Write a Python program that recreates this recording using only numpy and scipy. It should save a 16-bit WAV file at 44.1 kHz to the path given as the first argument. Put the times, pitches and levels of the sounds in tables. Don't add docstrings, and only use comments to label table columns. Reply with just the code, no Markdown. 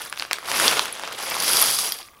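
import sys
import numpy as np
from scipy import signal
from scipy.fft import rfft, irfft, next_fast_len
from scipy.io import wavfile
from scipy.ndimage import map_coordinates

SR = 44100
rng = np.random.default_rng(int(sys.argv[2]) if len(sys.argv) > 2 else 0)


def ratio_of_db(decibels):
    return 10 ** (np.asarray(decibels, float) / 20)


def master(y):
    cut = np.clip(np.atleast_2d(y).T, -1, 1)
    pcm = np.round(cut * 32767)
    wavfile.write(sys.argv[1], SR, pcm.astype(np.int16))


N = 97020
LAG_S = 0.001


def unit(x):
    return x / np.sqrt(np.mean(x ** 2) + 1e-20)


def along(points, hz):
    point_hz, value = np.transpose(points)
    return np.interp(np.log(hz + 1), np.log(point_hz + 1), value)


def filtered(x, response):
    size = next_fast_len(N + SR // 2)
    spectrum = rfft(x, size) * response(np.fft.rfftfreq(size, 1 / SR))
    return irfft(spectrum, size)[..., :N]


def strength(curve):
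    return ratio_of_db(np.interp(np.arange(N) / SR, *np.transpose(curve)))


def noise_coloured(colour):
    return unit(filtered(rng.standard_normal(N), lambda hz: ratio_of_db(along(colour, hz))))


def rings(start_s, hz, t60_s, gain, size=400):
    values = np.broadcast_arrays(start_s, hz, t60_s, gain)
    start_s, hz, t60_s, gain = [np.ravel(v)[:, None] for v in values]
    t = np.arange(size) / SR
    gain = gain * np.sign(rng.standard_normal(gain.shape))
    tone = np.sin(2 * np.pi * np.minimum(hz, SR / 2.2) * t)
    wave = gain * tone * ratio_of_db(-60 * t / t60_s)
    at = np.clip(np.round(start_s * SR).astype(int), 0, N) + np.arange(size)
    return np.bincount(at.ravel(), wave.ravel(), N + size + 1)[:N]


def contacts(curve, count, spread_db, clump_db):
    level = strength(curve)
    density = level ** (2 * 0.25)
    wander = map_coordinates(rng.standard_normal(200), [np.arange(N) * 60 / SR])
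    clumps = ratio_of_db(clump_db * wander)
    share = np.cumsum(density) / density.sum()
    luck = rng.random((count, 2))
    start_s = np.interp(luck[:, 0], share, np.arange(N) / SR)
    i = (start_s * SR).astype(int)
    sizes = ratio_of_db(-spread_db * np.log(luck[:, 1] + 0.03))
    sizes = sizes * clumps[i] * level[i] / np.sqrt(density[i])
    return start_s, sizes, np.sqrt(np.mean(level ** 2))


def crackle(curve, colour, count, cycles, spread_db, clump_db):
    start_s, sizes, level = contacts(curve, count, spread_db, clump_db)
    hz = 150 * 105 ** rng.random((count, 2))
    t60_s = np.minimum(cycles / hz + 0.0013, 0.012)
    even = np.sqrt(hz / t60_s / 1e6)
    gain = sizes[:, None] * ratio_of_db(along(colour, hz)) * even
    return level * unit(rings(start_s[:, None], hz, t60_s, gain, size=256))


def burst(start_s, db, hz, bright_db, count, cycles, edge_s, around_db):
    luck = rng.random((len(start_s), 3, count))
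    step = (np.arange(count) + luck[:, 0]) / count
    start_s = start_s[:, None] + LAG_S
    body = rings(start_s[:, 0], hz, cycles / hz + 0.0046, ratio_of_db(db))

    near_hz = 600 * 10.5 ** step
    octaves = np.log2(near_hz / hz[:, None])
    away_db = np.where(octaves < 0, 8.5, -1.5) * octaves
    near_gain = ratio_of_db(db[:, None] + around_db + away_db)
    around = rings(start_s + 0.0003 * luck[:, 1], near_hz, cycles / near_hz + 0.003, near_gain)

    edge_gain = ratio_of_db((db + bright_db)[:, None] - 11 * step)
    edge = rings(start_s + 0.0003 * luck[:, 2], 6500 + 9000 * step, edge_s, edge_gain)
    return body + around + edge


# pitch_hz [Hz], level_db [dB per Hz]
HUSH_COLOUR = [(20, -8), (60, -4), (250, -10), (550, -11.5), (950, -12), (1200, 4.5), (1480, -40),
               (15800, -18)]


def hush():
    return ratio_of_db(-53.5) * noise_coloured(HUSH_COLOUR)


# pitch_hz [Hz], fade_by_60_db_s [s]
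ROOM_FADE = [(200, 0.4), (2000, 0.33), (12000, 0.17)]


def room(x):
    hz, t, z = signal.stft(rng.standard_normal(SR // 2), SR, nperseg=256)
    fade = ratio_of_db(-60 * t / along(ROOM_FADE, hz)[:, None])
    tail = signal.istft(z * fade, SR, nperseg=256)[1]
    late = np.pad(x, (250, 0))
    return signal.fftconvolve(late, tail / np.linalg.norm(tail))[:N]


# pitch_hz [Hz], level_db [dB]
TABLE_COLOUR = [(20, -32), (60, 0.5), (220, 6.5), (450, -8), (900, -36)]


def table():
    return ratio_of_db(-20) * strength(HANDLING) * noise_coloured(TABLE_COLOUR)


def bumps():
    start_s, sizes, level = contacts(HANDLING, count=450, spread_db=3.0, clump_db=6.5)
    hz = 1150 * np.exp(0.197 * rng.standard_normal((len(start_s), 2)))
    knocks = rings(start_s[:, None], hz, 0.02, sizes[:, None], size=600)
    return ratio_of_db(-6) * level * unit(knocks)


# pitch_hz [Hz], level_db [dB], fade_by_60_db_s [s]
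BRICK_TONES = [(1230, -15, 0.016), (3300, -3, 0.011), (4780, -1, 0.018), (5600, -4.5, 0.0069),
               (10495, -1.5, 0.021), (12000, -8.5, 0.023), (12600, -13, .008)]


def strikes(start_s, gain, bright_db, scatter, vary_db):
    hz, db, t60_s = np.transpose(BRICK_TONES)
    luck = rng.standard_normal((len(start_s), 2, len(hz)))
    tilt_db = np.where(hz > 7000, np.reshape(bright_db, (-1, 1)), 0)
    tone_hz = hz * (1 + scatter * luck[:, 0])
    tone_gain = gain[:, None] * ratio_of_db(db + tilt_db + vary_db * luck[:, 1])
    return rings(start_s[:, None], tone_hz, t60_s, tone_gain, size=512)


# time_s [s], level_db [dB]
POURING = [(0, -44), (.05, -42), (.13, -58), (.2, -43), (.29, -60), (.43, -55), (.5, -36.5), (.65, -25),
           (.84, -39.5), (.9, -51), (1.15, -52), (1.22, -37.5), (1.38, -36.5), (1.43, -27), (1.6, -23),
           (1.86, -29), (1.97, -42), (2.14, -68.5)]
# pitch_hz [Hz], level_db [dB]
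KNOCK_COLOUR = [(200, -18), (600, -43), (2000, -23.5), (5500, -1), (7500, -12), (10500, 0.5),
                (13000, -15.5), (15500, -17.5)]
# start_s [s], level_db [dB], brightness_db [dB]
CLACKS = [(0.017, -15.5, 1.5), (.097, -28, 7), (0.188, -22, 3), (0.388, -29, 7.5), (0.9251, -30, 8),
          (.9515, -24, 0), (1.126, -22, 9.5), (1.225, -17.5, 4), (1.299, -25, 17), (1.401, -6, -2),
          (1.423, -10, 8.5), (1.479, 0, -9), (1.532, -11, 6), (1.569, 0, -12), (1.6152, -15, 15),
          (1.6236, -3, 3), (1.658, -11, 11), (1.711, -10, 5), (1.787, -1.5, -4.5), (1.84, -20, -5),
          (1.9205, -6.5, -0.5), (1.987, -20.5, 0.5), (2.012, -29, -3), (2.028, -25, -8), (2.06, -34, -4),
          (2.076, -34, -6)]


def bricks():
    knocks = crackle(POURING, KNOCK_COLOUR, count=8000, cycles=25.0, spread_db=2.0, clump_db=1.0)
    start_s, sizes, level = contacts(POURING, count=1300, spread_db=0.5, clump_db=-1.0)
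    tones = level * unit(strikes(start_s, sizes, 0, scatter=0.0088, vary_db=5.0))

    start_s, db, bright_db = np.transpose(CLACKS)
    pings = strikes(start_s + LAG_S, ratio_of_db(db - 14.5), bright_db, scatter=0.027, vary_db=7.5)
    body_hz = np.full(len(start_s), 4300.0)
    cracks = burst(start_s, db - 11.5, body_hz, bright_db,
                   count=12, cycles=11.0, edge_s=0.0016, around_db=-7.5)
    return ratio_of_db(2) * knocks + ratio_of_db(-2) * tones + pings + cracks


# time_s [s], level_db [dB]
HANDLING = [(0, -41), (.06, -42), (.1, -49), (.17, -45), (.22, -39), (.29, -50), (.34, -41), (.42, -46.5),
            (.5, -31), (0.661, -23), (.8, -28.5), (.92, -41.5), (1.048, -37.5), (1.17, -39), (1.3, -34),
            (1.57, -27.5), (1.9, -39), (2.12, -62)]
# pitch_hz [Hz], level_db [dB]
FILM_COLOUR = [(160, -17), (400, 7.5), (1100, 2.5), (3000, 3.5), (5500, -5), (7500, -9), (11000, -17),
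               (15500, -32)]
# start_s [s], level_db [dB], pitch_hz [Hz], brightness_db [dB]
SNAPS = [(0.1253, -12.5, 1720, -15), (0.159, -25, 2120, -19), (0.1736, -18.5, 2570, -30),
         (0.1963, -9.5, 4350, -26), (0.2063, -17.5, 2500, -24), (.222, -8, 1530, -22.5),
         (.249, -19.5, 1880, -29), (0.3105, -9.5, 2470, -18), (0.3157, -15.5, 1280, -16),
         (0.3257, -26, 2000, -11), (0.3301, -1, 3300, -10.5), (.384, -20, 1270, -17),
         (.428, -28.5, 820, -33), (.485, -15, 1150, -25), (.5, -21, 1300, -2), (.515, -6, 1810, -14),
         (.541, -16.5, 1300, -21), (.58, -12, 2500, -10), (.598, -5, 1230, -7.5), (.679, 5, 3530, -35),
         (0.713, -14, 2180, -22), (.793, -1, 1170, -25), (.855, -13, 1450, -6.5), (.995, -19, 930, -9),
         (1.035, -17, 890, -17), (1.075, -13, 1500, -22), (1.342, -13, 2380, -11),
         (1.366, -10.5, 1120, -19)]


def film():
    start_s, db, hz, bright_db = np.transpose(SNAPS)
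    snaps = burst(start_s, db - 4.5, hz, bright_db,
                  count=12, cycles=5.4, edge_s=0.0062, around_db=-3.0)
    crackling = crackle(HANDLING, FILM_COLOUR, count=8000, cycles=14.5, spread_db=2.5, clump_db=2.5)
    return ratio_of_db(3) * crackling + snaps


def scene():
    low_cut_hz = 246
    near = filtered(film() + bricks() + bumps(), lambda hz: (1j * hz / (low_cut_hz + 1j * hz)) ** 3)
    return (near + ratio_of_db(-13) * room(near) + table() + hush())[None]


def roll_off(x):
    return signal.sosfilt(signal.butter(12, 16440, fs=SR, output="sos"), x)


def record(dry):
    top_hz = 15800
    mix = filtered(np.clip(dry, -1, 1), lambda hz: hz < top_hz)
    return roll_off(mix)


dry = scene()
out = record(dry)
master(out)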